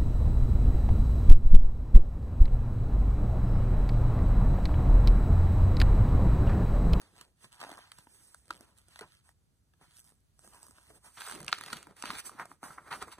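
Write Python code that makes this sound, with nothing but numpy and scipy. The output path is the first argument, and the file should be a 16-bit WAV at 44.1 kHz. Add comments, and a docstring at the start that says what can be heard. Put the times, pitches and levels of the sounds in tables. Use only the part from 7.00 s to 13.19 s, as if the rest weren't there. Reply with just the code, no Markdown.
"""Turning the pages of a booklet

A hand turns the pages of a paper booklet on a quilt, close to a two-port phone microphone; a soft room hums.
Sliding sheets are rubbing noise mixed with stick-slip jerks; creases snap as noise bursts with a ringing sine.
Both drive four filtered voices (flap, body, scrape, hiss). Buckles and bumps are low sines sagging in pitch.
"""
import sys
import numpy as np
from scipy import signal
from scipy.fft import rfft, irfft, next_fast_len
from scipy.io import wavfile
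from scipy.ndimage import uniform_filter1d, map_coordinates

SR = 44100
rng = np.random.default_rng(int(sys.argv[2]) if len(sys.argv) > 2 else 0)


def inscribe(sig):
    """Save sig as 16-bit PCM at rate SR to the path in sys.argv[1].

    A 1-D sig is mono; a 2-D sig holds one channel per row.
    Samples are clipped to [-1, 1] before scaling.
    """
    pcm = np.round(np.clip(np.atleast_2d(sig).T, -1, 1) * 32767)
    wavfile.write(sys.argv[1], SR, pcm.astype(np.int16))


N = 272979

# Colour of the room tone. Each row: frequency in Hz, relative density in dB per Hz.
ROOM_COLOUR = [(20, -30.5), (40, 17.5), (64, 27.5), (100, 25), (200, 17.5), (400, 6), (1000, -5.5),
               (1500, -8), (2600, -15.5), (4500, -11), (8000, -0.5), (13000, -8.5), (14500, -14.5),
               (16000, -53.5)]
# Colour of the room rumble that swells and sinks. Each row: frequency in Hz, relative density in dB per Hz.
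RUMBLE_COLOUR = [(20, -24.5), (40, -6), (64, 1), (95, -14), (200, -38)]
# Colour of the room sound unshared by the ports. Each row: frequency in Hz, relative gain in dB.
APART_COLOUR = [(20, -2.5), (100, 5), (250, -2.5), (1200, 12), (4500, 12.5), (9000, -12.5), (12000, -7.5),
                (16000, -23.5)]
# The two ports. Each row: frequency in Hz, lead of the right port in radians while the left page is held,
# the same for the right page, wander of the lead in radians, right minus left level in dB.
PORT_RESPONSE = [(0, 0, 0, .9, 0), (500, -.4, -.1, .7, .7), (1000, -.5, -.1, .4, .7),
                 (1800, -.8, .1, .45, 1), (2100, -2.2, .5, 1, 2), (2400, -3.1, -.4, .8, 1),
                 (2800, -3.4, -2, 1, 1), (3300, -5, -1, 1.4, .7), (3800, -4.3, -.2, 1.1, 1.5),
                 (4500, -3.2, -.9, 1.2, 2.5), (5000, -3.4, -3.1, .7, 1.5), (6200, -6.3, -6.3, .55, .3),
                 (6700, -6.8, -7.3, .9, 1.2), (7200, -9.4, -9.4, .8, 1.2), (7750, -8.4, -9, 1.5, 1),
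                 (8050, -8.3, -9, 1.8, 9.5), (8700, -8.9, -8.9, 1.2, 8), (9500, -8.3, -7.6, 1.3, 5),
                 (10200, -6.3, -6.9, 1, 3), (11000, -5, -4.7, 1.2, 1.5), (11800, -3.1, -3.1, .3, .5),
                 (12500, -1.9, -1.9, .9, .2), (13300, 0, 0, .3, .2), (13900, .1, .1, .8, .2),
                 (14900, 3.1, 3.1, .35, -.5), (16500, 3.5, 3.5, .9, .2)]
# Strokes of the fingers along the sheets. Each row: start of full strength in seconds, swell in seconds,
# hold in seconds, fade in seconds, strength in dB, brightness in dB (added to hiss, taken from flap and body),
# flap over body in dB, scrape over strength in dB, stick-slip share 0-1.
FINGER_STROKES = [(0.0, .05, 0.053, 0.16, -70.5, 0, 0, 1, 0),
                  (0.095, 0.063, 0.19, 0.05, -82.5, 6.5, 17, -11, .1),
                  (0.204, 0.13, 0.014, 0.073, -67, 0.5, -14, 5, 0.5),
                  (0.447, 0.058, 0, 0.056, -64.5, 5.5, 1.5, 4, 0),
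                  (0.525, 0.022, 0.019, 0.061, -63, 1, -14, 2, 0.6),
                  (0.608, 0.055, 0.11, 0.16, -55, -3, -15, 0, .7),
                  (0.75, 0.084, .04, 0.01, -60.5, -0.5, -2.5, -22, 0.92),
                  (0.805, .03, 0.048, 0.092, -70, -2, -12, 6.5, 0.05),
                  (0.993, 0.19, 0, 0.084, -68, 4.5, -6, 2, 0.14),
                  (1.147, 0.23, 0.087, 0.48, -71, 7.5, 1, -1, 0),
                  (1.508, 0.068, 0.046, 0.073, -68.5, 3.5, 7.5, 6, 0.9),
                  (1.62, 0.17, 0, 0.21, -68.5, 0, 0.5, -2.5, 0.2),
                  (1.788, 0.044, 0, 0.093, -70, 5, -4, 3.5, 0.5),
                  (1.97, 0.12, 0.0037, 0.06, -65, 3, -16, 4.5, 0.14),
                  (2.014, 0.0099, 0.012, 0.061, -59.5, -7, -5, -3, 0.26),
                  (2.068, 0.077, 0.084, 0.09, -75.5, 6.5, -18, 7.5, 0.44),
                  (2.249, 0.037, 0.063, 0.024, -74.5, 3, -12, -2.5, 0.1),
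                  (2.822, 0.025, 0.0063, 0.091, -66, -1, -8, -0.5, 0),
                  (2.87, 0.06, 0.12, .05, -74.5, 5, -23, 6.5, 0.5),
                  (2.99, 0.06, 0.0034, .04, -69.5, 15, -16, -3, 0.82),
                  (3.045, 0.024, 0.037, 0.12, -71, 6, -16, -2.5, 0.56),
                  (3.402, 0.044, 0.098, 0.075, -73.5, 7, -5, -3, 0.3),
                  (3.445, 0.057, 0.04, 0.11, -69, 5, 4, -5, 0.35),
                  (3.534, 0.024, 0.022, 0.22, -63, 0, -9, -6, 0.5),
                  (3.623, 0.074, 0.075, .08, -69, 6, -1, -7, 0.14),
                  (3.748, 0.045, 0.038, .15, -68, 1, -10, -3.5, 0.34),
                  (3.822, 0.054, .06, .05, -71.5, 4, -9, 1, 0.3),
                  (3.901, 0.033, 0.08, 0.013, -68.5, 3.5, 4.5, -3, 0.06),
                  (4.047, 0.024, 0.011, 0.095, -59.5, 1.5, -9.5, -4, 0),
                  (4.145, 0.16, 0.067, 0.059, -69.5, 8, -10, -1.5, 0.09),
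                  (4.173, 0.0071, .008, 0.054, -56, -5, -12.5, 3, 0),
                  (4.205, .008, 0.089, 0.033, -54, 2, -21, 2, 0.6),
                  (4.301, 0.0074, 0.047, 0.087, -52, 0.5, -16, -0.5, 0.58),
                  (4.337, 0.071, 0.067, 0.24, -70, -0.5, 13.5, 6, .3),
                  (4.488, 0.014, 0.0062, 0.014, -49.5, -3, -6, 1, 0.05),
                  (4.537, 0.072, 0.025, .1, -64, 3, -2, 13.5, 0.5),
                  (4.583, .04, 0.15, 0.081, -61.5, 0, -3.5, 5, 0.5),
                  (4.731, 0.1, 0, 0.16, -55, 1, -0.5, 2, 0.24),
                  (4.87, 0.021, 0.048, 0.045, -74.5, -7.5, 5, -28, 0.2),
                  (4.972, 0.018, .05, 0.17, -61.5, 1.5, -12, -1, 0.1),
                  (5.065, 0.05, 0.085, 0.12, -52, -1.5, -6.5, 4.5, .3),
                  (5.179, 0.066, 0.023, 0.013, -55, 8.5, -20, 8.5, 0.22),
                  (5.259, 0.022, 0.011, 0.043, -48, 5.5, -1.5, -4, 0),
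                  (5.317, .05, 0.057, 0.045, -64, -2.5, -3, -6, 0.3),
                  (5.397, 0.022, 0.026, 0.044, -50, -7, -11.5, -9, 0.05),
                  (5.517, 0.11, 0, 0.073, -64, 1, 0, -5.5, 0.1),
                  (5.642, 0.026, 0.018, 0.18, -53.5, -0.5, -6, -8.5, 0.1),
                  (5.782, 0.0079, 0.0011, 0.02, -57, -14.5, -17, -15, 0.04),
                  (5.8, 0.032, 0.026, .05, -75, -10.5, -1.5, -12, 0.2),
                  (5.878, 0.041, 0.011, 0.02, -58.5, -6, -10, -9, 0.04),
                  (5.911, 0.0078, 0.026, 0.045, -49, -8.5, -15.5, -0.5, 0.16),
                  (5.942, 0.087, 0.041, 0.083, -59, 2.5, 3.5, -4, 0),
                  (6.018, 0.016, 0.011, 0.029, -48, -5.5, -8, -1, 0.18),
                  (6.076, 0.024, 0.016, 0.039, -59, -2.5, 0, -10, 0.2),
                  (6.126, 0.021, 0, 0.037, -51.5, 0, -17, 1, 0.17),
                  (6.188, 0.015, 0, .05, -59.5, -4.5, 1.5, -3, 0.3)]
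# Typical stick-slip jerks per second under the fingers: on the left page, on the right page.
SLIP_RATES_PER_S = [115, 200]
# Creases and page edges that let go. Each row: nominal time in seconds, relative level in dB,
# sheet pitch in Hz, relative body level in dB, relative hiss level in dB, crease decay t60 in seconds.
CREASE_SNAPS = [(0.0154, -44.5, 1230, -30, -5.5, 0.017), (0.2112, -42, 990, -10.5, -2.5, 0.027),
                (0.4434, -48, 1050, -10, -17, 0.065), (0.5205, -49.5, 1290, -17, -5, 0.0095),
                (0.602, -44, 1230, -11, -6, 0.036), (0.6157, -38, 860, -2.5, -8, 0.012),
                (0.6282, -45.5, 700, 3, -6, 0.013), (0.6372, -43.5, 850, 3.5, -21, 0.026),
                (0.6475, -42, 630, 3.5, -21, .0047), (0.6672, -47, 746, 2, -8, .008),
                (0.6924, -52, 674, 6, -3, 0.022), (0.7164, -52, 890, 12.5, 8.5, 0.0093),
                (0.7284, -54.5, 760, 6, -6, .014), (0.7783, -51.5, 1100, 5.5, -5, 0.0098),
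                (0.7896, -51.5, 900, 7, -6, .008), (0.9175, -34.5, 2150, -21.5, -9.5, 0.015),
                (0.9852, -45, 950, -6.5, -0.5, 0.014), (1.07, -68.5, 926, 16.5, 0, 0.013),
                (1.345, -43.5, 1430, -6, 1.5, 0.0077), (1.5061, -27, 1374, -5.5, -17, 0.019),
                (1.6082, -61, 740, 6, 15.5, 0.01), (1.8836, -62.5, 1420, -13, 4, 0.042),
                (1.9586, -40, 1880, -11.5, -11.5, 0.014), (1.991, -42, 1960, -6, -3, 0.036),
                (2.0094, -43.5, 1450, -9.5, -4, 0.039), (2.2904, -58, 1830, 1, 5, 0.0077),
                (2.7364, -62.5, 1690, -7, -12, 0.024), (2.8121, -64, 790, 4.5, -1, 0.02),
                (2.9847, -58, 1050, -34, 3, 0.0094), (3.1203, -65, 1160, -8.5, -5, 0.021),
                (3.3918, -53.5, 1010, -1.5, 7, 0.0036), (3.4464, -59, 670, 1, 1, .012),
                (3.475, -53.5, 1010, -3, 5, 0.01), (3.6292, -68.5, 1430, -8, 23, .01),
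                (3.6661, -59, 1200, 3.5, 13, 0.0081), (3.683, -66, 1140, 8, 11, 0.011),
                (3.709, -65, 1320, 5, 17.5, 0.0069), (3.7831, -53, 1510, -2, -18, 0.012),
                (3.9024, -65, 660, 7.5, -8, 0.053), (4.2067, -40, 1580, -11, -26, 0.057),
                (4.2181, -33.5, 1580, -10.5, -20, 0.019), (4.274, -35.5, 1410, -4.5, -3, 0.0032),
                (4.2868, -41.5, 1000, 0, -5, 0.0071), (4.2964, -37.5, 1560, -6, -0.5, 0.013),
                (4.3118, -41, 1464, -3, 3, 0.012), (4.35, -44, 985, -22, 0, .027),
                (4.403, -43.5, 2050, -6, 3.5, 0.017), (4.4146, -50, 593, -17.5, 5, .014),
                (4.429, -44.5, 1160, -14, 5, .007), (4.4455, -54, 1130, 6, 17.5, 0.0056),
                (4.4642, -42.5, 1110, -27, -1.5, 0.011), (4.4804, -23, 1910, -26, -16.5, 0.017),
                (4.517, -41, 1350, -18, -6, 0.038), (4.5271, -13.5, 1390, -12.5, -26, 0.014),
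                (4.5845, -37.5, 1170, -15, -5, 0.021), (4.61, -34.5, 970, -9, -3.5, 0.016),
                (4.6365, -36.5, 1910, -7.5, -3, 0.018), (4.661, -36, 1200, -22, -4.5, 0.0099),
                (4.6816, -42.5, 2000, -4, -19, 0.016), (4.7019, -39.5, 1090, -11, -15, 0.046),
                (4.7294, -25, 1400, -13, -10, 0.028), (4.7683, -39.5, 1370, -20, -4.5, 0.023),
                (4.8281, -45.5, 1470, -5.5, 3, 0.0092), (4.8697, -53, 925, 8, 3.5, 0.0075),
                (4.9664, -56, 1990, -1, 6, 0.01), (5.0238, -23, 1380, -15, -8, 0.0056),
                (5.038, -37, 955, 5.5, -22, 0.0096), (5.0554, -30.5, 1380, -17, -7, 0.016),
                (5.1034, -27.5, 1150, -1, -31, 0.0084), (5.2938, -52, 1190, 7.5, 6, 0.013),
                (5.3965, -45.5, 994, 11, -9, 0.018), (5.4547, -50.5, 678, 0, 5, .022),
                (5.515, -61.5, 1210, 15.5, -4, 0.0092), (5.6301, -46.5, 835, 9.5, 1.5, 0.01),
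                (5.6384, -49.5, 1387, 9.5, 10.5, .0047), (5.706, -63.5, 1322, 12, -12, 0.07),
                (5.911, -44, 1260, 7, -17, 0.016), (5.927, -34.5, 1120, -7.5, -28, 0.024),
                (6.0247, -43, 1260, 1, 5, 0.012), (6.0814, -65, 1030, 21, -5, 0.017)]
# The page buckles and the booklet bumps the quilt. Each row: start in seconds, relative level in dB,
# starting pitch in Hz.
BUCKLE_THUMPS = [(0.451, -51.5, 134), (0.63, -50, 301), (0.666, -47, 297), (0.698, -49, 358),
                 (0.716, -43.5, 302), (0.987, -50.5, 138), (1.07, -55.5, 264), (1.505, -43, 346),
                 (1.548, -55, 195), (1.606, -50.5, 253), (2.012, -38.5, 445), (2.819, -60, 260),
                 (2.881, -56, 143), (3.473, -53.5, 213), (3.693, -51.5, 272), (3.902, -52, 460),
                 (4.274, -48, 465), (4.337, -44.5, 266), (4.359, -41, 348), (4.383, -49, 334),
                 (4.407, -43, 149), (4.432, -42.5, 157), (4.459, -49, 110), (4.608, -49, 254),
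                 (4.729, -37, 243), (4.758, -43.5, 173), (4.869, -47.5, 312), (5.038, -36, 263),
                 (5.097, -37, 210), (5.131, -41, 269), (5.158, -48.5, 116), (5.26, -60, 264),
                 (5.349, -48, 257), (5.417, -47.5, 177), (5.513, -51, 299), (5.633, -39.5, 269),
                 (5.703, -49.5, 152), (5.778, -52, 302), (6.018, -40.5, 430), (6.074, -48, 444)]
# Colours of the sheet's four voices. Each row: frequency in Hz, relative density in dB per Hz.
FLAP_COLOUR = [(15, -68), (30, -21), (60, -8), (100, -8), (160, -4), (230, -6), (330, -4.5), (500, -7),
               (900, -13.5), (2000, -51)]
BODY_COLOUR = [(120, -67.5), (300, -54), (600, -1), (800, 4.5), (1000, 7.5), (1350, 3), (1600, 2),
               (2000, -2.5), (3000, -6), (6000, -64)]
SCRAPE_COLOUR = [(600, -70), (1300, -1), (2300, -2.5), (2900, -2), (3700, -3.5), (4500, -3.5),
                 (5500, -10.5), (6800, -16), (9000, -52), (14000, -54)]
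HISS_COLOUR = [(2500, -40.5), (5000, -1.5), (7400, -2.5), (8100, 7), (9000, 5.5), (10500, -4),
               (12500, -5.5), (14200, -7), (15300, -17), (16500, -34.5)]
# Body of the right page, stiffer when pinched. Each row: frequency in Hz, relative density in dB per Hz.
TAUT_BODY_COLOUR = [(120, -66.5), (300, -50.5), (600, -6), (800, 3.5), (1000, 6), (1350, 6), (1600, 1),
                    (2100, -2.5), (3000, -24.5), (6000, -69)]

GRIP_S = 4.1  # the hand takes hold of the right page
ROOM_GAIN_DB = -70.5
TOP_HZ = 16300
FLAP_JERK = 0.47  # the heavy flap follows the jerks only in part
STROKE_SPAN_DB = 20  # gained over a swell, lost over a fade
# flap under the body of a soft snap at 1 kHz; a lower sheet flaps more; dB lost per dB above SOFT_SNAP_DB
SNAP_FLAP_DB, FLAP_PER_OCTAVE_DB, FLAP_LAG, SOFT_SNAP_DB = -12, -4, 0.9, -50
CREEP_S, CREEP_PER_T60 = 0.00036, 0.032  # creep before a snap: base time, and more for long snaps
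THUMP_T60_S, THUMP_DAMPING = 0.04, 0.1  # at 250 Hz; higher buckles die sooner by this power of the pitch


def amp(db):
    """Gain of a level in dB."""
    return 10 ** (np.asarray(db) / 20)


def unit(x):
    """x at rms 1."""
    return x / np.sqrt(np.mean(x ** 2) + 1e-20)


def wobble(knots_per_s):
    """A smooth random curve through normally distributed knots."""
    knots = rng.standard_normal(int(N * knots_per_s / SR) + 4)
    return map_coordinates(knots, [np.arange(N) * knots_per_s / SR])


def coloured(x, points):
    """x through a causal minimum-phase filter of the (Hz, dB) colour; white noise keeps its power."""
    m = 2 * next_fast_len(N // 2 + 4096)
    hz, db = np.transpose(points)
    log_hz = np.log(np.fft.rfftfreq(m, 1 / SR) + 1)
    log_gain = np.interp(log_hz, np.log(hz), db) * np.log(10) / 20
    # folding the cepstrum gives the minimum phase
    cepstrum = irfft(log_gain, m)
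    cepstrum[1:m // 2] *= 2
    cepstrum[m // 2 + 1:] = 0
    phase = rfft(cepstrum).imag
    response = unit(np.exp(log_gain)) * np.exp(1j * phase)
    return irfft(rfft(x, m) * response, m)[..., :N]


def room():
    """Distant rumble and faint hiss, partly different at the two ports."""
    steady = unit(coloured(rng.standard_normal((3, N)), ROOM_COLOUR))
    rumble_gain = amp(2.1 * wobble(6) - 4.5)
    rumble = rumble_gain * coloured(rng.standard_normal((3, N)), RUMBLE_COLOUR)
    shared, *apart = steady + rumble
    apart = coloured(np.array(apart), APART_COLOUR)
    return amp(ROOM_GAIN_DB) * (0.76 * ports(shared, wander=1.0) + 0.6 * apart)


def strokes():
    """Stroke powers add in each voice; the stick-slip share is weighted by scrape power."""
    t = np.arange(0, N + 32, 32) / SR
    power, jerky_power = np.full((4, len(t)), 1e-12), 0
    for s, swell_s, hold_s, fade_s, db, bright_db, flap_db, scrape_db, share in FINGER_STROKES:
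        before = np.maximum(s - t, 0) / swell_s
        after = np.maximum(t - s - hold_s, 0) / fade_s
        shape = amp(-2 * STROKE_SPAN_DB * (before + after))  # a power, hence the 2
        voices_db = db + np.array([flap_db - bright_db, -bright_db, scrape_db, bright_db])
        power = power + amp(2 * voices_db)[:, None] * shape
        jerky_power = jerky_power + share * amp(2 * voices_db[2]) * shape
    curves = (*np.sqrt(power), jerky_power / power[2])
    *levels, share = [np.interp(np.arange(N) / SR, t, c) for c in curves]
    return np.array(levels), share


def slips(scatter, size_db, t60_s, creep_s, click):
    """Stick-slip jerks, unevenly spaced and unequal: each a click with a fast-dying puff of noise."""
    page_rate = np.where(np.arange(N) < GRIP_S * SR, *SLIP_RATES_PER_S)
    rate = page_rate * amp(2.2 * wobble(7))
    even = np.flatnonzero(np.diff(np.floor(np.cumsum(rate) / SR)))
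    chance = rng.standard_normal((N, 2))[:len(even)]
    shift = scatter * SR / rate[even] * chance[:, 0]
    at = np.clip(even + shift, 0, N - 1).astype(int)
    jerks = np.bincount(at, amp(size_db * chance[:, 1]), N)
    t = np.arange(-(SR // 100), SR // 100) / SR
    creep = np.exp(np.minimum(t, 0) / creep_s)
    puff = np.where(t < 0, creep, amp(-60 * t / t60_s))
    puffs = np.convolve(jerks, puff, 'same') * rng.standard_normal((4, N))
    return unit(click * unit(jerks) + unit(puffs))


def sliding():
    """Friction drive of the four voices: smooth rubbing mixed with jerks, fluttering in level."""
    levels, share = strokes()
    share = share * [[FLAP_JERK], [1], [1], [1]]
    jerks = slips(scatter=.13, size_db=2.8, t60_s=.007, creep_s=.0007, click=1.3)
    rubbing = rng.standard_normal((4, N))
    grain = np.sqrt(1 - share) * rubbing + np.sqrt(share) * jerks
    own_flutter = np.array([wobble(30) for _ in levels])
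    return grain * levels * amp(1.45 * wobble(45) + 0.63 * own_flutter)


def snapping():
    """Each snap sends a click and a noise burst into the four voices and rings the bent sheet at its pitch."""
    drive, ring, lead = np.zeros((4, N + SR)), np.zeros(N + SR), SR // 50
    t = np.arange(-lead, SR // 5) / SR
    for s, db, hz, body_db, hiss_db, t60_s in CREASE_SNAPS:
        loudness_db = db + body_db - SOFT_SNAP_DB
        flap_db = body_db + SNAP_FLAP_DB + FLAP_PER_OCTAVE_DB * np.log2(hz / 1e3) - FLAP_LAG * loudness_db
        at = round((s + 0.00099) * SR)
        # the crease creeps before it lets go
        creep = np.exp(np.minimum(t, 0) / (CREEP_S + CREEP_PER_T60 * t60_s))
        fast = creep * amp(-60 * np.maximum(t, 0) / t60_s)
        slow = creep * amp(-60 * np.maximum(t, 0) / (3.0 * t60_s))  # the wide sheet swings longer
        shapes = np.array([slow, fast + 0.053 * slow, fast, fast])
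        burst = 0.52 * shapes * rng.standard_normal(shapes.shape)
        burst[:, lead] = .6 * np.linalg.norm(shapes, axis=1)  # the click
        voices_db = db + np.array([[flap_db], [body_db + 1.5], [-4], [hiss_db - 0.5]])
        drive[:, at:at + len(t)] += amp(voices_db) * burst
        ring[at:at + len(t)] += amp(db + body_db + 4.0) * fast * np.sin(2 * np.pi * hz * t)
    return drive[:, lead:lead + N], ring[lead:lead + N]


def thumps():
    """One soft low swing for each buckle or bump, sagging in pitch."""
    out, t = np.zeros(N + SR), np.arange(SR // 5) / SR
    for s, db, hz in BUCKLE_THUMPS:
        swing = np.sin(2 * np.pi * hz * t * (1 - 2.8 * np.minimum(t, .04)))
        decay_db = -60 * t * (hz / 250) ** THUMP_DAMPING / THUMP_T60_S
        onset = 1 - np.exp(-t / 0.002)
        out[round(s * SR):][:len(t)] += amp(db + 3.0 + decay_db) * onset * swing
    return out[:N]


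def paper():
    """Rubbing and snaps through the colour of each voice, over the thumps."""
    bursts, ring = snapping()
    flap, body, scrape, hiss = sliding() + bursts
    taut = np.arange(N) >= GRIP_S * SR
    body = coloured(body * ~taut, BODY_COLOUR) + coloured(body * taut, TAUT_BODY_COLOUR)
    flap = coloured(flap, FLAP_COLOUR)
    scrape = coloured(scrape, SCRAPE_COLOUR)
    hiss = coloured(hiss, HISS_COLOUR)
    return ring + thumps() + body + flap + scrape + hiss


def walls(x):
    """A short answer from a furnished room: decaying noise convolved with the sound."""
    t = np.arange(SR // 5) / SR
    tail = rng.standard_normal(len(t)) * amp(-60 * t / 0.1) * (t > .003)
    return signal.fftconvolve(x, tail / np.linalg.norm(tail))[:N]


def ports(x, wander):
    """Two ports hear one sound; the phase lead between them depends on the page held and drifts."""
    hz, t, z = signal.stft(x, SR, nperseg=256, noverlap=192)
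    port_hz, *columns = np.transpose(PORT_RESPONSE)
    left_page, right_page, spread, db = [np.interp(hz, port_hz, c)[:, None] for c in columns]
    drift = rng.standard_normal(z.shape)
    for size, axis in ((4, 0), (16, 1), (16, 1)):  # smooth over frequency, then twice over time
        drift = uniform_filter1d(drift, size=size, axis=axis)
    lead = np.where(t < GRIP_S, left_page, right_page) + wander * spread * unit(drift)
    half = amp(db / 2) * np.exp(.5j * lead)  # each port takes half the difference
    return signal.istft(np.array([z / half, z * half]), SR, nperseg=256, noverlap=192)[1][:, :N]


def scene():
    """Pages and their echo reach the two ports over the room tone."""
    pages = paper()
    return ports(pages + amp(-15) * walls(pages), wander=1.0) + room()


def record(dry):
    """The phone keeps nothing above its band limit."""
    m = next_fast_len(N)
    passband = np.fft.rfftfreq(m, 1 / SR) < TOP_HZ
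    return irfft(rfft(dry, m) * passband, m)[:, :N]


dry = scene()
out = record(dry)
inscribe(out)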